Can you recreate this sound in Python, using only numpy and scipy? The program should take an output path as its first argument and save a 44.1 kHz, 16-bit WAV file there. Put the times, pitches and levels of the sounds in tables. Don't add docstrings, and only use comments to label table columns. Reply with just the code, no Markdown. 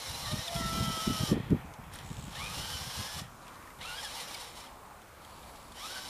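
import sys
import numpy as np
from scipy import signal
from scipy.fft import rfft, irfft
from scipy.io import wavfile
from scipy.ndimage import uniform_filter1d

SR = 44100
rng = np.random.default_rng(int(sys.argv[2]) if len(sys.argv) > 2 else 0)


def log_audio(samples):
    frames = np.atleast_2d(samples).T
    limited = np.clip(frames, -1, 1)
    pcm = np.round(limited * 32767).astype(np.int16)
    wavfile.write(sys.argv[1], SR, pcm)


def invert_db(level):
    return 10 ** (np.asarray(level, dtype=float) / 20)


N = 268768
TEETH = 12


def unit(x):
    return x / np.sqrt(np.mean(x ** 2))


def curve(table):
    s, *columns = np.transpose(table)
    return [np.interp(np.arange(N) / SR, s, c) for c in columns]


def swell(start_s, end_s, fade_s):
    t = np.arange(N) / SR
    return np.clip(np.minimum(t - start_s, end_s - t) / fade_s, 0, 1)


def bursts(table, rise_db_s, fall_db_s):
    t = np.arange(N) / SR
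    levels = []
    for start_s, end_s, start_db, end_db in table:
        hold = np.interp(t, [start_s, end_s], [start_db, end_db])
        rise = rise_db_s * np.maximum(start_s - t, 0)
        fall = fall_db_s * np.maximum(t - end_s, 0)
        levels.append(hold - rise - fall)
    return np.array(levels)


def walk(rate_hz):
    k = int(SR / rate_hz)
    steps = np.repeat(rng.standard_normal(N // k + 1), k)
    return unit(uniform_filter1d(uniform_filter1d(steps, k), k)[:N])


def decay(t, t60_s):
    return np.exp(-np.log(1000) * t / t60_s)


def ring(x, hz, width_hz):
    return signal.lfilter(*signal.iirpeak(hz, hz / width_hz, fs=SR), x)


def body(push, modes, teeth=np.zeros(1)):
    noise = rng.standard_normal((len(modes), N))
    out = 0
    for k, (hz, width_hz, db) in enumerate(modes):
        drive = push * (noise[k] + np.roll(teeth, 53 * k))
        rung = ring(ring(drive, hz, width_hz), hz, 2 * width_hz)
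        out = out + invert_db(db) * rung / np.sqrt(width_hz / 500)
    return unit(out)


def voiced(rows, third_db):
    s, hz, db, lean_db = np.transpose(rows)
    return np.column_stack([s, hz, db - lean_db, db + lean_db, db + third_db])


def tones(tables, wobble, shake_db, runout):
    hz, *dbs = curve(np.vstack(tables))
    gate = sum(swell(rows[0][0], rows[-1][0], 0.0072) for rows in tables)
    waver = 1 + wobble * (.7 * walk(60) + 1.228 * walk(220))
    phase = 2 * np.pi * np.cumsum(hz * waver) / SR
    phase = phase + runout * np.sin(phase / TEETH)
    lines = (invert_db(db + shake_db * walk(70)) * np.sin((k + 1) * phase) for k, db in enumerate(dbs))
    return np.sqrt(2) * gate * sum(lines)


def tooth_blows(mesh_hz, memory):
    count = np.floor(np.cumsum(mesh_hz) / SR).astype(int)
    fresh = rng.standard_normal((2000, TEETH))
    strength = signal.lfilter([1], [1, -min(memory, .97)], fresh, axis=0).ravel()
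    return unit(np.diff(count, prepend=0) * strength[count])


# start and end in seconds, rattle at start and at end in dB.
DRIVE = [(-.1, .51, -44.5, -44.5), (.52, 1.29, -43.5, -41.5), (1.3, 1.33, -41, -47.5),
         (1.38, 1.6, -55, -70), (1.935, 1.99, -51, -55), (2.0, 2.3, -58, -58), (2.31, 2.36, -53, -43.5),
         (2.37, 2.79, -44, -43), (2.8, 3.195, -43.5, -44), (3.42, 3.54, -62.5, -63.5),
         (3.815, 4.395, -45.5, -48.5), (4.4, 4.545, -46, -56.5), (4.56, 4.62, -50.5, -53.5),
         (4.64, 4.69, -56, -62), (5.22, 5.74, -62, -62), (5.755, 5.81, -51, -46), (5.82, 6.2, -45, -47)]
# time in seconds, extra level in dB.
JOLTS = [(.13, -1), (.32, 4.5), (.48, 1), (2.74, 1), (4.05, 6), (4.205, 5), (4.27, -8), (4.35, 3.5)]
# start in
# seconds, change of level in dB.
STARTS = [
    (2.33, -8.5),
    (3.79, -15),
    (4.08, -2.5),
    (4.2, 0.5),
    (4.36, -2),
]
# start and end in seconds, rumble at start and at end in dB.
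ROLL_BACK = [
    (1.34, 1.85, -45.5, -52),
]
# level at full drive in dB, growth in dB per dB that the drive falls.
TOP_SHARE = (-4.5, 0.032)
LOW_SHARE = (0, 0.43)
COVER_SHARE = (-3.5, -0.35)


def effort():
    rise_db_s, fall_db_s, rest_db, full_db = 598, 280, -70, -41.5
    jolt_s, warm_s = 0.0091, 0.089
    t = np.arange(N) / SR
    db = np.maximum(bursts(DRIVE, rise_db_s, fall_db_s).max(axis=0), rest_db)
    jolt_db = sum(up_db * np.exp(-((t - s) / jolt_s) ** 2) for s, up_db in JOLTS)
    late_db = sum(back_db * (t > s) * np.exp(-np.abs(t - s) / warm_s) for s, back_db in STARTS)
    late_db = late_db - 14 * swell(*ROLL_BACK[0][:2], 0.039)
    top_db, low_db, cover_db = (
        at_db + growth * (full_db - db) - jolt_db for at_db, growth in (TOP_SHARE, LOW_SHARE, COVER_SHARE))
    rumble_db = bursts(ROLL_BACK, rise_db_s, fall_db_s)[0]
    low_db = np.maximum(low_db, rumble_db - db)
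    return db + jolt_db, top_db + 0.48 * late_db + jolt_db, low_db, cover_db + late_db


# pitch in Hz, width in Hz, level in dB.
HOUSING = [(3150, 415, 3), (3814, 760, 3), (3550, 1830, 0.5)]
SHELL = [(6480, 2000, 3.5), (7470, 380, 2), (9300, 1500, 5.5), (10730, 1150, 0)]
CHASSIS = [(506, 86, -3), (850, 307, 5), (1240, 280, -2.5), (1650, 690, 0.5), (2296, 440, 0)]
COVER = [(5395, 990, 3), (12300, 1500, -6)]
# time in seconds, mesh rate in Hz, whine in dB, lean to the second multiple in dB.
CRAWL = [(0, 2152, -53, 4), (.07, 2146, -59, -5), (.15, 2144, -70, 7), (.235, 2100, -60, -4),
         (.255, 1950, -52, -1), (.27, 1842, -50, 1), (.33, 1850, -54, 0), (.36, 1828, -53, -2),
         (.4, 1958, -55, 9), (.46, 2082, -52, 4), (.5, 1746, -55, -8)]
GRIP = [(.58, 2003, -61, -4), (.63, 1867, -49, -2.5), (.7, 1845, -49, 3)]
CLIMB = [(.72, 1599, -55, 7.1), (.8, 1567, -55, 4.6), (.86, 1599, -52, 6.4), (.92, 1555, -53, 5.7),
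         (.99, 1598, -49, 5.9), (1.02, 1514, -54.5, 7.1), (1.12, 1491, -55, 7.2), (1.2, 1545, -53.5, 6),
         (1.27, 1544, -54, 5.8), (1.33, 1544, -59, 3.8)]
PUSH = [(2.35, 850, -64, 9), (2.37, 931, -55, 8), (2.39, 1025, -55, 3), (2.41, 1132, -46, -2),
        (2.435, 1195, -47.5, 4.5), (2.48, 1225, -50.5, 4.5), (2.505, 1251, -51, -2.5),
        (2.535, 1273, -54, -1)]
SHOVE = [(2.545, 1378, -62, 5), (2.58, 1404, -55, 3), (2.62, 1462, -52, 2), (2.66, 1558, -53, 5),
         (2.72, 1622, -53, 2), (2.74, 1500, -49, 5), (2.77, 1488, -51, 4), (2.82, 1574, -58, -1),
         (2.95, 1620, -56, 0.5), (3.12, 1717, -53, -2.5), (3.2, 1701, -63, 0)]
REVERSE = [(3.8, 852, -58, -3), (3.815, 980, -54, 0), (3.84, 1174, -52.5, 1.5), (3.855, 1287, -49, -6),
           (3.87, 1362, -59, -3), (3.89, 1437, -55, -8), (3.94, 1441, -55.5, -9), (3.975, 1650, -50, 0),
           (4.01, 1609, -47, 2)]
KICK = [(4.02, 1850, -62, -5), (4.04, 1904, -55, -6), (4.05, 1758, -49, -1), (4.07, 1641, -46.5, 2),
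        (4.09, 1621, -62, -7)]
COAST = [(4.16, 2148, -60, -4), (4.18, 2145, -59, -5), (4.205, 1988, -57, -8), (4.225, 1898, -59, -4),
         (4.27, 1951, -72, 1), (4.48, 1917, -64, 1)]
HOP = [(5.775, 931.8, -62, 6), (5.8, 1008, -62, 7), (5.815, 1143, -53, -4), (5.84, 1240, -49.5, -7.5),
       (5.875, 1314, -55, -3)]
LAND = [(5.875, 1328, -57, -1), (5.89, 1412, -59, 2), (5.91, 1500, -53.5, -7), (5.94, 1530, -60, 1),
        (5.965, 1556, -52, -6), (5.995, 1479, -53, -4), (6.01, 1532, -63, -2), (6.05, 1540, -58, -1),
        (6.09, 1533, -66, 1)]
# spurt, third multiple in dB, waver of the rate as a fraction.
VOICES = [(CRAWL, -3, 0.00716), (GRIP, -10, 0.008), (CLIMB, -23, 0.008), (PUSH, -7, 0.0088),
          (SHOVE, -5, 0.00892), (REVERSE, -4, 0.00689), (KICK, -3, 0.00798), (COAST, -7, 0.00811),
          (HOP, -5, 0.00879), (LAND, 2.3, 0.0068)]
# time in seconds, mesh rate in Hz, whine in dB, lean to the second multiple in dB.
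REAR = [
    [(0, 2040, -58, 11.5), (.12, 2030, -66, 4), (.15, 2010, -55, 11), (.2, 2064, -64, 8),
     (.26, 2030, -57, 9), (.32, 2020, -57, 8), (.345, 1988, -64, 8), (.36, 1830, -53, 0),
     (.42, 1850, -52, 1), (.45, 1862, -60, 5)],
    [(.84, 1500, -62, 9), (.9, 1518, -59, 11), (.96, 1510, -62, 7)],
    [(1.18, 1628, -61, 2), (1.23, 1590, -55, 7), (1.29, 1642, -57, 7)],
    [(2.6, 1452, -65, 1), (2.65, 1470, -59, 3), (2.72, 1500, -65, 1)],
    [(3.855, 1310, -53, 12), (3.88, 1356, -57, 7), (3.92, 1384, -55, 8), (3.96, 1487, -62, 7)],
    [(5.76, 1481, -64, 5), (5.8, 1550, -61, 2), (5.83, 1730, -62, 3), (5.86, 1731, -63, 4),
     (5.9, 1910, -67, 4.5), (5.94, 1890, -63, 8)],
]


def gears():
    spurts = [voiced(rows, third_db) for rows, third_db, _ in VOICES]
    slip = curve([(rows[k][0], waver) for rows, _, waver in VOICES for k in (0, -1)])[0]
    mesh_hz = curve(np.vstack(spurts))[0]
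    front = tooth_blows(mesh_hz * (1 + .006 * walk(50)), .9)
    rear = tooth_blows(mesh_hz * (.9 + .03 * walk(5) + .006 * walk(50)), .9)
    teeth = .95 * (front + rear)
    beat = 1 + 0.095 * np.cos(2 * np.pi * np.cumsum(mesh_hz) / SR / TEETH)
    push = beat * invert_db(0.74 * walk(110) + .5 * walk(8.5))

    db, top_db, low_db, cover_db = effort()
    rattle = body(push, HOUSING, teeth)
    rattle = rattle + invert_db(cover_db + 3.5) * body(push, COVER, teeth)
    rattle = rattle + invert_db(top_db + 1.26) * body(push, SHELL, teeth)
    rattle = rattle + invert_db(low_db - 2.5) * body(push, CHASSIS, .5 * teeth)

    whine = tones(spurts, slip, 1.5, .3)
    whine = whine + tones([voiced(rows, -8) for rows in REAR], 0.0069, 2.5, 0.26)
    faster = [np.array(rows) * [1, 1.05, 1, 1, 1] for rows in spurts]
    strand = tones(faster, 1.6 * slip, 4.5, .5)
    return invert_db(db - 2.5) * rattle + invert_db(-0.5) * whine + invert_db(-17) * strand


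# frequency in Hz, density in dB per Hz.
TOWN = [(25, -3), (65, 2), (150, -5), (400, -8.5), (1150, -2.5), (2000, -16), (3300, -21.5), (14800, -23.5)]


def town():
    hz, db = np.transpose(TOWN)
    f = np.maximum(np.fft.rfftfreq(N, 1 / SR), 1)
    colour = rfft(rng.standard_normal(N)) * invert_db(np.interp(np.log(f), np.log(hz), db))
    common, out = walk(0.64), 0
    for octave in np.arange(4, 14.5, .5):
        share = np.clip(1 - 2 * np.abs(np.log2(f) - octave), 0, 1)
        own_db = 2.3 * min(1, 11.4 / octave) ** 4 * walk(6.8)
        out = out + invert_db(0.25 * common + own_db) * irfft(colour * share, N)
    return invert_db(-52) * unit(out)


# start and end in seconds, level at start and at end in dB, upper share in dB.
GUSTS = [(0.1, 0.203, -43, -49, -3), (0.228, 0.37, -40, -37, -15), (0.522, 0.662, -44, -35.5, -9),
         (0.698, 0.903, -37, -35.5, -5.5), (1.076, 1.13, -34.5, -31, -12), (1.204, 1.237, -33.5, -35, -6.5),
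         (1.315, 1.336, -32, -29, 2.5), (1.358, 1.442, -33.5, -45, 4.5), (1.508, 1.548, -41, -36, -5),
         (1.565, 1.71, -38.5, -47.5, -4.5), (1.844, 2.353, -44, -44.5, -12),
         (2.381, 2.503, -37.5, -46, -25), (2.58, 2.937, -41, -49.5, -9.5), (2.977, 3.03, -43, -47, -24),
         (3.177, 3.251, -42.5, -45.5, -12), (3.298, 3.549, -57, -58.5, 5), (3.796, 3.924, -52.5, -52, -1)]
# time in seconds, peak in dB, pitch in Hz, overtones in dB.
THUMPS = [(0.099, -30, 91, -14), (0.264, -27, 96.9, -17), (0.331, -19, 136, -5), (0.385, -25, 107, -7),
          (0.551, -20, 133, -27), (0.6, -26.5, 153, -1.5), (0.65, -28.5, 126, -8), (.72, -25, 140, -6),
          (0.751, -29, 168, -9), (0.774, -21, 192, -26), (0.819, -19.5, 182, -28), (0.874, -19, 161, -11),
          (.845, -24, 189.6, -18), (.895, -25, 229, -14), (0.968, -31, 219.7, -3), (1.015, -35, 169.8, -9),
          (1.071, -14.5, 221.5, -10.5), (1.098, -18, 231, -14.5), (1.12, -29, 199.6, -11),
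          (1.144, -26, 171, -17), (1.201, -23, 91.9, -2), (1.228, -16, 187, -9), (1.29, -26, 109, -10),
          (1.312, -10.5, 178.8, -7.5), (1.323, -16, 211.4, -3), (1.333, -18, 150.5, -14),
          (1.364, -21, 163, -1.5), (1.377, -30, 200, -8), (1.398, -22.5, 112, -5), (1.432, -28, 150, -12),
          (1.46, -31, 110.4, -10), (1.5, -17, 119, -1.5), (1.513, -11, 168, -5), (1.522, -14, 131, -4),
          (1.538, -14, 141, -6.5), (1.56, -32, 149, -3), (1.787, -31, 127.8, -4), (2.105, -24, 160.2, -9),
          (2.187, -29, 130.6, -18), (2.236, -32, 139, -9), (2.274, -28, 160, -7), (2.99, -25, 128.4, -6.5),
          (3.211, -26.5, 153.3, -10)]


def wind():
    calm_db, calm_share_db, eddy_s = -64.5, 8, 0.0192
    each_db = bursts(np.array(GUSTS)[:, :-1], 240, 232)
    db = np.maximum(each_db.max(axis=0), calm_db)
    gust_share_db = np.transpose(GUSTS)[-1][each_db.argmax(axis=0)]
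    upper_db = uniform_filter1d(np.where(db > calm_db, gust_share_db, calm_share_db), size=900)
    flutter = invert_db(1.5 * walk(30) + 3.0 * walk(70))
    low = body(flutter, [(73.0, 65, -2.0), (138.0, 68, -4.5)])
    upper = body(flutter, [(240, 134, -3.0), (390.0, 510, -11.0)])
    out = invert_db(db - 3) * (low + invert_db(upper_db - 5.0) * upper)

    u = np.linspace(0, 1, int(eddy_s * SR))
    for (s, peak_db, hz, sharp_db), (start, bend) in zip(THUMPS, rng.random((len(THUMPS), 2))):
        phase = 2 * np.pi * (start + hz * eddy_s * u * (1 + 0.24 * (bend - .5) * u))
        sharp = np.cos(1.661 * phase) + 0.25 * np.sin(2.42 * phase) + 0.14 * np.cos(3.31 * phase)
        eddy = np.sin(phase) + invert_db(sharp_db) * sharp
        first = int((s - .003) * SR)
        out[first:first + len(u)] += invert_db(peak_db - 7.5) * np.sin(np.pi * u ** 1.47) * eddy
    return out


# start and end in seconds, level in dB.
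SPLIT = [(0.122, 0.257, -56.5), (0.936, 1.023, -52.5), (1.239, 1.328, -52.5), (1.394, 1.468, -69),
         (1.49, 1.552, -64), (1.607, 1.634, -62), (1.986, 2.028, -60), (2.33, 2.368, -70),
         (2.598, 2.645, -55), (2.698, 2.8, -56.5), (3.002, 3.054, -56), (3.199, 3.256, -60),
         (3.339, 3.4, -71), (3.566, 3.602, -64), (3.809, 3.835, -69), (4.018, 4.125, -60),
         (4.264, 4.315, -60), (4.361, 4.393, -55), (4.45, 4.527, -63), (4.6, 4.737, -70),
         (5.771, 5.784, -81.7), (5.86, 5.905, -71), (5.987, 6.096, -59)]


def track_grain():
    gate = sum(invert_db(db) * swell(start_s, end_s, 0.033) for start_s, end_s, db in SPLIT)
    modes = [(90, 110, -10), (397, 1400, 0.0), (1500, 2600, 0), (4400, 4000, 4), (10000, 4200, 0.0)]
    return gate * body(1, modes)


# time in seconds, pitch in Hz, level in dB, lean to the second multiple in dB.
SING = [
    [(0.22, 593, -59, 8), (.265, 570, -56.5, 7), (0.32, 611, -48.5, 0), (0.42, 642, -66, -7)],
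    [(0.44, 691.5, -72, -5), (0.476, 680, -55, -9), (0.494, 682, -55, -10), (0.52, 687, -50, -12)],
    [(0.52, 684, -52, -13), (.57, 678, -43.5, -1), (0.68, 660, -46.5, 5.5), (.78, 668, -44.5, 5),
     (1.01, 647.4, -47.5, 6), (1.08, 655.7, -47.5, 4.5), (1.13, 650, -49, 6.5), (1.19, 633.5, -50, 7)],
    [(1.19, 640.7, -46, -2), (1.225, 627.3, -49, 4), (1.25, 613, -53, 0), (1.29, 600, -56, 8),
     (1.315, 578, -54, 6), (1.345, 540, -56, 5)],
]


def singing():
    return tones([voiced(rows, -7.5) for rows in SING], 0.0032, 0.86, 0.069)


# time in seconds, peak in dB, pitch in Hz.
SQUEAKS = [(.25, -36, 4100), (0.307, -39, 4020), (0.312, -37, 3750), (0.471, -35, 3670), (.478, -42, 3440),
           (.545, -50, 3650), (0.556, -38, 3335), (2.61, -44, 3780), (3.182, -40, 1194), (3.975, -40, 3256),
           (4.03, -40.5, 850), (4.287, -46, 2337), (4.342, -41, 2279), (4.659, -50.5, 3245),
           (5.422, -58, 3640)]


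def squeaks():
    squeak_s, out = 0.02, np.zeros(N)
    u = np.linspace(0, 1, int(squeak_s * SR))
    for s, db, hz in SQUEAKS:
        phase = 2 * np.pi * hz * squeak_s * u * (1.03 - 0.036 * u)
        first = int(s * SR)
        out[first:first + len(u)] += invert_db(db) * np.sin(np.pi * u) ** 2 * np.sin(phase)
    return out


# time in seconds, peak in dB, pitch in Hz.
TICKS = [(0.4798, -36, 3560), (0.5968, -42, 3300), (1.505, -45, 3350), (1.739, -46.5, 3456),
         (1.8376, -51, 2560), (1.937, -43, 8700), (1.943, -48, 12520), (1.957, -43, 9000),
         (1.95, -46, 3900), (1.9578, -40, 1730), (1.989, -42, 3230), (3.469, -47, 2700), (3.481, -45, 3200),
         (3.531, -58, 3110), (3.545, -53, 3895), (3.557, -53, 3895), (3.626, -49, 2104), (3.675, -42, 1850),
         (3.704, -44, 2092), (3.788, -53, 3495), (3.8135, -46, 3810), (4.0354, -43, 5007),
         (4.345, -36, 4783), (4.5799, -54, 3424), (4.606, -47, 5330), (5.019, -52, 3300),
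         (5.2193, -54, 4030), (5.249, -47, 3296), (5.56, -49, 3780), (5.721, -47.5, 3500),
         (5.721, -54, 6600)]


def ticks():
    size = 4096
    out, t = np.zeros(N + size), np.arange(size) / SR
    fade = decay(t, 0.046) * np.clip(t / 0.0011, 0, 1)
    for (s, db, hz), noise in zip(TICKS, rng.standard_normal((len(TICKS), size))):
        pitched = unit(ring(noise, hz, 0.12 * hz))
        crack = decay(t, 0.029) * unit(ring(ring(noise, 5896, 7200), 4397, 11000))
        tick = pitched + 1.3 * min(hz / 3300, 1) ** 3 * crack
        first = int((s - .0015) * SR)
        out[first:first + size] += invert_db(db - 4.5) * fade * tick
    return out[:N]


# time in seconds, peak in dB, pitch in Hz.
SNAPS = [(1.078, -31, 330.4), (1.317, -22, 260.7), (1.327, -19.5, 343), (1.336, -25, 300),
         (1.366, -31, 280), (1.376, -30, 358), (1.401, -31, 360), (1.507, -27, 286), (1.518, -30, 260),
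         (1.531, -14.5, 268), (1.545, -28, 380), (1.563, -30, 240)]


def snaps():
    cycles, out = 1.87, np.zeros(N)
    for (s, db, hz), start in zip(SNAPS, rng.random(len(SNAPS))):
        u = np.linspace(-.5, .5, int(cycles / hz * SR))
        flick = np.cos(np.pi * u) ** 2 * np.sin(2 * np.pi * (start + cycles * u))
        first = int(s * SR) - len(u) // 2
        out[first:first + len(u)] += invert_db(db) * flick
    return out


# start and end in seconds, level at start and at end in dB.
FREEWHEEL = [
    (1.3, 1.62, -49.5, -61),
    (1.82, 2.0, -66, -55),
    (3.2, 3.27, -57, -60),
]
# pitch in Hz, width in Hz, level in dB.
AXLE = [(1850, 160, 0), (2530, 300, -6), (3250, 440, -3)]
# start and end in seconds, level at start and at end in dB.
CREEP = [
    (5.24, 5.73, -66, -65),
]
# pitch in Hz, width in Hz, level in dB.
SERVO = [(4477, 540, 1), (10500, 590, -1), (7930, 495, -6)]


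def rubbing():
    drag = invert_db(1.6 * walk(45.2))
    out = 0
    for rows, modes in ((FREEWHEEL, AXLE), (CREEP, SERVO)):
        out = out + invert_db(bursts(rows, 400, 250).max(axis=0)) * body(drag, modes)
    return out


# start and end in seconds, level at start and at end in dB.
STEER = [
    (2.04, 2.31, -57, -54.5),
    (5.3, 5.7, -69, -69),
]


def steering():
    clicks = (rng.random(N) < 600 / SR) * invert_db(2 * walk(60))
    turns = np.cumsum(73.6 * (1 + .05 * walk(30))) / SR
    knock = np.exp(-(turns % 1) / .25) * invert_db(2.5 * walk(25))
    push = knock * (clicks + 0.08) + 0.024
    shell = [(7800, 670, -3.5), (6900, 690, -6), (3300, 1200, -4.0), (10910, 700, -18)]
    return invert_db(bursts(STEER, 800, 1216).max(axis=0)) * body(push, shell)


def dirt_bank(car):
    t = np.arange(6000) / SR
    tail = ring(rng.standard_normal(len(t)), 3500, 1600) * decay(t, 0.48)
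    return invert_db(-57) * signal.fftconvolve(car, tail)[:N]


def scene():
    car = gears() + singing() + squeaks() + ticks() + rubbing() + steering()
    mono = car + dirt_bank(car) + town() + wind() + snaps()
    return np.array([mono, mono])


def top_cut(x):
    return signal.sosfilt(signal.butter(12, 14980, fs=SR, output="sos"), x)


def record(dry):
    grain = track_grain()
    top = signal.ellip(8, .1, 60, 14950, fs=SR, output="sos")
    mix = signal.sosfilt(top, dry + np.array([grain, -grain]))
    return top_cut(mix)


dry = scene()
out = record(dry)
log_audio(out)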